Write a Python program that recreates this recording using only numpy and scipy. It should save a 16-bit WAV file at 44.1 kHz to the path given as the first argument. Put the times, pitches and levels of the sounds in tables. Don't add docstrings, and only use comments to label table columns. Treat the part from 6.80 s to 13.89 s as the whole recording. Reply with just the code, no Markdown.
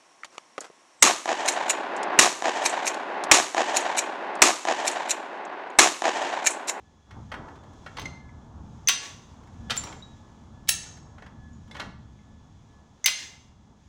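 import sys
import numpy as np
from scipy import signal
from scipy.fft import rfft, irfft
from scipy.io import wavfile
from scipy.ndimage import uniform_filter1d

SR = 44100
rng = np.random.default_rng(int(sys.argv[2]) if len(sys.argv) > 2 else 0)


def rack_gain(trim_db):
    fader = np.asarray(trim_db, float)
    return 10 ** (fader / 20)


def inscribe(sig):
    pcm = np.round(np.clip(np.atleast_2d(sig).T, -1, 1) * 32767)
    wavfile.write(sys.argv[1], SR, pcm.astype(np.int16))


N = 312476
TIME = np.arange(N) / SR

# start in seconds, peak level at 2-4.5 kHz in dB,
# levels of 0.5-2, 4.5-8 and 8-16 kHz against it in dB, chatter decay in seconds.
LOWER_PIN_BLOWS = [
    (1.1842, -33.5, 6, -23, -33, 0.0032),
    (1.1943, -33, -4, -14, -11, 0.004),
    (1.2566, -34, -9.5, -8, -41, 0.0033),
    (2.0848, -6.5, -23, 0, -9.5, 0.0031),
    (2.0921, -11, -7, -11.5, -17.5, 0.0031),
    (6.2591, -7.5, -26, -3.5, -4.5, 0.004),
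    (6.2734, -15, -23, -6.5, -22, 0.0031),
    (6.2808, -21.5, -7, -15, -22.5, 0.0048),
]
UPPER_PIN_BLOWS = [(1.1705, -41, -1, -17, -31.5, 0.004), (2.9594, -36.5, -10.5, -6, -4, 0.004),
                   (2.9665, -33, -5, 4.5, -6, 0.004), (2.9737, -43, -0.5, 3, -15, 0.004),
                   (3.0363, -35.5, -0.5, -1, -10.5, 0.004), (3.0692, -42.5, 7, -11, -23, 0.004),
                   (3.8734, -41.5, -13.5, -7, -22, 0.004), (3.8827, -27.5, -17.5, -0.5, -10.5, 0.004),
                   (3.8885, -17.5, -10, 6.5, 5.5, 0.004), (3.8907, -18, -17.5, -10, -3, 0.004),
                   (4.9108, -44, -3, -6.5, -33, 0.0046), (4.9434, -51, 5, -7.5, -29, 0.0044),
                   (4.9956, -38, 5.5, -29.5, -32, 0.0034)]
LINKAGE_BLOWS = [(0.3077, -52.5, 8, -11, -34, 0.009), (0.5162, -43.5, 13.5, -29, -43, 0.01),
                 (0.539, -51, 19, -27, -42, 0.009), (0.683, -62.5, 20, -15, -24, 0.0068),
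                 (0.7547, -56, 5, -9, -26, 0.008), (0.8346, -60.5, 8, -6, -17, 0.0068),
                 (0.9324, -65, 1, 3, -12, 0.0058), (1.0615, -44.5, 10, -25, -39, 0.0086),
                 (1.1686, -33.5, -1, -18, -32, 0.0073), (1.2144, -39.5, -10.5, -5, -22, 0.0084),
                 (2.633, -62, 4.5, -6, -13, 0.006), (2.6713, -60.5, 8, -3, -17, 0.0062),
                 (2.735, -64, -2, -6, -18, 0.008), (2.897, -31, 4.5, -9, -29, 0.0057),
                 (2.9042, -17.5, -11, -13, -48, 0.0071), (2.9152, -32, 4.5, -12, -31.5, 0.0072),
                 (3.1241, -46, 4.5, -10.5, -28, 0.0084), (4.1694, -53, 2.5, -9.5, -20, 0.008),
                 (4.38, -65, 19, -27.5, -36.5, 0.011), (4.421, -62.5, 22.5, -15.5, -28.5, 0.0078),
                 (4.4618, -51, 7.5, -19.5, -38, 0.0074), (4.8754, -62.5, 1, -3, -14, 0.008),
                 (4.9494, -43, 6, -24, -36.5, 0.0084), (4.9647, -49, 11, -5, -25, 0.0082),
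                 (4.9975, -27, -2, -32, -43, 0.0075), (5.0136, -48.5, 11, -21, -35, 0.0062),
                 (5.049, -57, 9, -19.5, -30, 0.008)]
# start in seconds, low mode in dB, high pair against it in dB.
PIN_RELEASES = [
    (1.2544, -32, -4),
    (2.0737, -23.5, 11.5),
    (6.243, -26, 12.5),
]
# frequency in Hz, T60 in seconds.
PIN_MODES = [
    (2089, 0.13),
    (6120, 0.041),
    (6310, 0.054),
]
# start in seconds, peak level in dB, frequency in Hz, T60 in seconds.
LOOSE_PINGS = [(.787, -54.5, 3500, 0.069), (1.491, -45, 2027, 0.05), (2.974, -18.5, 7270, 0.054),
               (3.038, -34, 5730, 0.071), (3.222, -45, 3837, 0.1), (4.062, -43, 1447, 0.18),
               (4.07, -38.5, 6820, 0.051), (4.73, -58.5, 6830, 0.062), (4.912, -41, 2140, 0.067),
               (4.913, -46, 3480, .08), (5.39, -50, 2080, 0.11), (6.447, -48.5, 2090, .1),
               (6.533, -47, 2090, 0.12)]
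# frequency in Hz, level in dB, T60 in seconds.
BAR_MODES = [(636.7, -18, 0.54), (1130, -5.5, 0.51), (1712, -10, 0.35), (2035, -6.5, 0.35),
             (2800, -20, 1.9), (3170, -12, 0.27), (3402, -13.5, 0.3), (3682, -10.5, 0.75),
             (3780, -1.5, 0.24), (4166, -5.5, 0.41), (4834, -13.5, 0.47), (5399, -5.5, 0.15),
             (5932, -19, 0.58), (6020, 2.5, 0.15), (6290, 6.5, 0.17), (6928, -19.5, 0.54),
             (9033, -21.5, 0.8), (10070, -8.5, 0.45), (11770, -36, 0.39), (14740, -30, 0.15)]
# frequency in Hz, level in dB, T60 in seconds.
RUNNER_MODES = [(1570, -7.5, 0.23), (2277, -26, 0.48), (2367, -2, 0.13), (3155, -20.5, 0.2),
                (3849, -30, 0.45), (3970, -7.5, 0.33), (4307, -9.5, 0.4), (5500, 2, 0.1), (5970, -25, 5.0),
                (6218, -19, 2.2), (6634, -21, 2.4), (7770, -1, 0.075), (8450, -20, 0.42), (9320, -2, 0.17),
                (10060, -14.5, 0.26), (10700, 4.5, 0.19), (12120, -20.5, 0.25), (13520, -25, 0.33),
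                (14630, -21.5, 0.23), (15680, -7.5, 0.13)]
# frequency in Hz, level in dB, T60 in seconds.
LINK_MODES = [(1500, -8.5, 0.12), (1770, -15.5, 0.15), (1970, -11.5, 0.18), (2225, -3.5, 0.082),
              (2790, -23.5, 0.11), (3250, -1, 0.062), (4300, -16, 0.12), (5459, -25, 1.3), (6132, -5, 0.14),
              (6680, -31, 5.0), (7450, -21, 0.15), (8990, -28, 0.14)]
CONTACT_EDGES_HZ = [500, 2000, 4500, 8000, 16500]
# frequency in Hz, T60 in seconds.
GARAGE_T60 = [(300, .6), (1000, 0.77), (2500, 0.53), (5000, 0.62), (8000, 0.53), (12000, 0.15), (16000, .2)]
# time in seconds, levels of rumble, traffic and hiss in dB.
OUTDOOR_LEVELS = [(0.0, -58.5, -65, -71), (0.26, -58.5, -63.5, -70.5), (0.37, -44, -50.5, -68),
                  (0.49, -50, -59, -66.5), (0.57, -41, -43.5, -69), (0.69, -47, -46.5, -65),
                  (0.83, -48.5, -53.5, -68), (1.1, -49, -55, -63), (1.24, -42.5, -46, -62),
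                  (1.44, -48.5, -57.5, -69), (1.91, -44.5, -54.5, -68), (2.11, -53, -56, -66.5),
                  (2.25, -54.5, -49.5, -41), (2.37, -46.5, -55.5, -56.5), (2.47, -46.5, -56.5, -64),
                  (2.64, -49, -54.5, -67.5), (2.92, -41, -54, -64), (3.08, -47.5, -44, -53),
                  (3.16, -42, -50.5, -61.5), (3.24, -49.5, -57.5, -66.5), (3.57, -45.5, -56.5, -67.5),
                  (3.71, -50, -59.5, -68), (3.93, -46.5, -57, -67.5), (4.04, -48.5, -54, -50),
                  (4.2, -45.5, -59, -71), (4.28, -48, -56, -70.5), (4.87, -49, -60, -68),
                  (5.01, -46, -47, -64.5), (5.07, -39.5, -48, -68), (5.15, -42.5, -62, -75),
                  (5.23, -50, -62.5, -69.5), (5.8, -51, -62.5, -70.5), (5.88, -51.5, -63.5, -70.5),
                  (6.29, -58, -62, -67.5), (6.39, -63, -62, -39.5), (6.43, -52.5, -58, -41.5),
                  (6.59, -55, -64, -62.5), (6.75, -55.5, -65, -70.5), (7.09, -53.5, -63.5, -70)]
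# frequency in Hz, density in dB per Hz.
RUMBLE_SPECTRUM = [(12, -43.5), (20, -12), (30, -7.5), (48, -8), (68, 3), (81, 1), (102, -0.5), (161, -4),
                   (188, -6.5), (227, -4), (297, -16), (330, -19.5), (430, -46.5), (730, -120)]
# frequency in Hz, density in dB per Hz.
TRAFFIC_SPECTRUM = [(160, -27.5), (280, -1.5), (362, -5), (595, -8), (888, -4), (1270, -11), (1630, -18.5),
                    (1770, -21), (1900, -33.5), (2470, -60.5), (4180, -120)]
# frequency in Hz, density in dB per Hz.
HISS_SPECTRUM = [(1060, -31.5), (1800, -3), (2820, -6.5), (3510, -1), (3610, -6.5), (3880, -4), (4370, -9),
                 (6650, -3), (8910, -21.5), (9950, -22), (12700, -37), (15000, -29.5), (16000, -32)]
# time in seconds, frequency in Hz, level in dB, level of its octave in dB.
WHINE_TRACK = [(0.0, 1710, -92, -84), (0.06, 1716, -69, -80), (0.12, 1715, -81, -84),
               (0.29, 1690, -79, -77), (0.31, 1706, -70, -66), (0.45, 1706, -91, -86),
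               (0.53, 1712, -55, -68), (0.55, 1706, -54, -67), (0.65, 1703, -70, -82),
               (1.05, 1715, -72, -73), (1.09, 1713, -55, -70), (1.12, 1720, -85, -79),
               (1.18, 1721, -60, -58), (1.34, 1710, -77, -81), (1.42, 1720, -65, -89),
               (1.46, 1704, -62, -78), (1.77, 1713, -82, -84), (2.05, 1708, -79, -88),
               (2.09, 1706, -49, -31), (2.19, 1688, -52, -57), (2.33, 1720, -67, -59),
               (2.35, 1712, -71.5, -73), (2.55, 1704, -82.5, -77.5), (2.84, 1713, -68, -84),
               (2.92, 1718, -55.5, -50.5), (2.98, 1711, -60, -59), (3.16, 1695, -68.5, -77.5),
               (3.63, 1720, -74, -82), (3.67, 1708, -89.5, -91), (3.77, 1713, -68, -74),
               (3.87, 1715, -71.5, -92.5), (3.89, 1715, -55, -47), (4.1, 1700, -77, -85.5),
               (4.4, 1696, -72.5, -82), (4.48, 1700, -64, -68.5), (4.5, 1706, -80, -82.5),
               (4.66, 1711, -59, -72), (4.72, 1712, -66, -92), (4.8, 1707, -79, -92),
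               (4.97, 1718, -59, -69.5), (4.99, 1717, -49, -52), (5.05, 1705, -57.5, -79),
               (5.21, 1716, -76, -80), (5.54, 1723, -72.5, -81), (5.8, 1712, -84, -77),
               (5.96, 1714, -67.5, -86.5), (6.22, 1700, -85, -83.5), (6.26, 1700, -53.5, -53),
               (6.29, 1690, -49, -55), (6.33, 1701, -58, -63), (6.39, 1703, -55.5, -65.5),
               (6.63, 1703, -85.5, -78.5), (7.09, 1713, -79, -90)]


def lower_pin():
    return struck(LOWER_PIN_BLOWS, BAR_MODES, rise_s=0.0013, ring_db=-37, damping=0.5)


def upper_pin():
    return struck(UPPER_PIN_BLOWS, RUNNER_MODES, rise_s=0.0017, ring_db=-35, damping=0.55)


def linkage():
    return struck(LINKAGE_BLOWS, LINK_MODES, rise_s=0.002, ring_db=-35, damping=0.6)


def struck(blows, modes, rise_s, ring_db, damping):
    contact = contact_chatter(blows, rise_s)
    ringing = 0
    for hz, db, t60 in modes:
        ringing = ringing + rack_gain(db) * ring(contact, hz, min(damping * t60, 0.6))
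    return contact + rack_gain(ring_db) * ringing


def contact_chatter(blows, rise_s):
    envelopes = np.zeros((4, N))
    for start_s, db, low_db, high_db, top_db, decay_s in blows:
        i = int(start_s * SR)
        t = TIME[:min(SR // 5, N - i)]
        shape = (1 - np.exp(-t / rise_s)) * np.exp(-t / max(decay_s, 0.0005))
        band_levels = rack_gain(db + np.array([low_db, 0, high_db, top_db]))
        envelopes[:, i:i + len(t)] += np.outer(band_levels, shape)
    out = 0
    for envelope, low_hz, high_hz in zip(envelopes, CONTACT_EDGES_HZ, CONTACT_EDGES_HZ[1:]):
        band = signal.butter(2, [low_hz, high_hz], "band", fs=SR, output="sos")
        noise = signal.sosfilt(band, envelope * rng.standard_normal(N))
        out = out + np.sqrt(SR / 2 / (high_hz - low_hz)) * noise
    return out


def ring(force, hz, t60):
    radius = np.exp(-np.log(1000) / (max(t60, 0.003) * SR))
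    angle = 2 * np.pi * hz / SR
    return signal.lfilter([0, radius * np.sin(angle)], [1, -2 * radius * np.cos(angle), radius ** 2], force)


def loose_parts():
    out = 0
    for start_s, db, hz, t60 in LOOSE_PINGS:
        out = out + ring(tap(start_s, db, push_s=0.003), hz, t60)
    for start_s, low_db, high_db in PIN_RELEASES:
        mode_levels = (low_db, low_db + high_db - 2, low_db + high_db - 7.5)
        for (hz, t60), db in zip(PIN_MODES, mode_levels):
            out = out + ring(tap(start_s, db, push_s=0.002), hz, t60)
    return out


def tap(start_s, db, push_s):
    force = np.zeros(N)
    length = max(int(push_s * SR), 1)
    i = int(start_s * SR)
    force[i:i + length] = rng.standard_normal(length) * rack_gain(db) / np.sqrt(length)
    return force


def garage(x):
    gap_s, build_s, early_db, early_s = 0.004, 0.006, 6, 0.029
    t = TIME[:SR]
    hz, t60 = np.transpose(GARAGE_T60)
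    bins_hz, frames_s, noise = signal.stft(rng.standard_normal(SR), SR, nperseg=256)
    decay = rack_gain(-60 * frames_s / np.interp(bins_hz, hz, t60)[:, None])
    tail = signal.istft(noise * decay, SR, nperseg=256)[1][:SR]
    onset = 1 - np.exp(-np.maximum(t - gap_s, 0) / build_s)
    early = 1 + rack_gain(early_db) * np.exp(-t / early_s)
    return signal.fftconvolve(x, tail * onset * early)[:N]


def outdoors():
    rumble_db, traffic_db, hiss_db = columns(OUTDOOR_LEVELS)
    rumble = rack_gain(rumble_db + 1.3 * walk(12)) * coloured(RUMBLE_SPECTRUM)
    traffic = rack_gain(traffic_db + 1.2 * walk(15)) * coloured(TRAFFIC_SPECTRUM)
    hiss = rack_gain(hiss_db + 0.82 * walk(10)) * coloured(HISS_SPECTRUM)
    return rumble + traffic + hiss + far_machine()


def far_machine():
    hz, db, octave_db = columns(WHINE_TRACK)
    phase = 2 * np.pi * np.cumsum(hz) / SR
    return np.sqrt(2) * (rack_gain(db) * np.sin(phase) + rack_gain(octave_db) * np.sin(2 * phase))


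def columns(table):
    times_s, *curves = np.transpose(table)
    return [np.interp(TIME, times_s, curve) for curve in curves]


def coloured(spectrum):
    hz, db = np.transpose(spectrum)
    bins_hz = np.maximum(np.fft.rfftfreq(N, 1 / SR), 1)
    weight = rack_gain(np.interp(np.log(bins_hz), np.log(hz), db, left=-90, right=-90))
    noise = irfft(rfft(rng.standard_normal(N)) * weight, N)
    return noise / np.std(noise)


def walk(rate_hz):
    hold = int(SR / rate_hz)
    steps = np.repeat(rng.standard_normal(N // hold + 1), hold)
    return 1.3 * uniform_filter1d(uniform_filter1d(steps, hold), hold)[:N]


def scene():
    lower, upper, links = lower_pin(), upper_pin(), linkage()
    loose = loose_parts()
    sent = rack_gain(-41.5) * lower + rack_gain(-41.5) * upper + rack_gain(-42) * links + rack_gain(-43) * loose
    direct = lower + upper + links + loose
    return (direct + garage(sent) + outdoors())[None]


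def top_cut(x):
    return signal.sosfilt(signal.butter(12, 16970, fs=SR, output="sos"), x)


def record(dry):
    mix = np.tanh(0.68 * dry) / 0.72
    return top_cut(mix)


dry = scene()
out = record(dry)
inscribe(out)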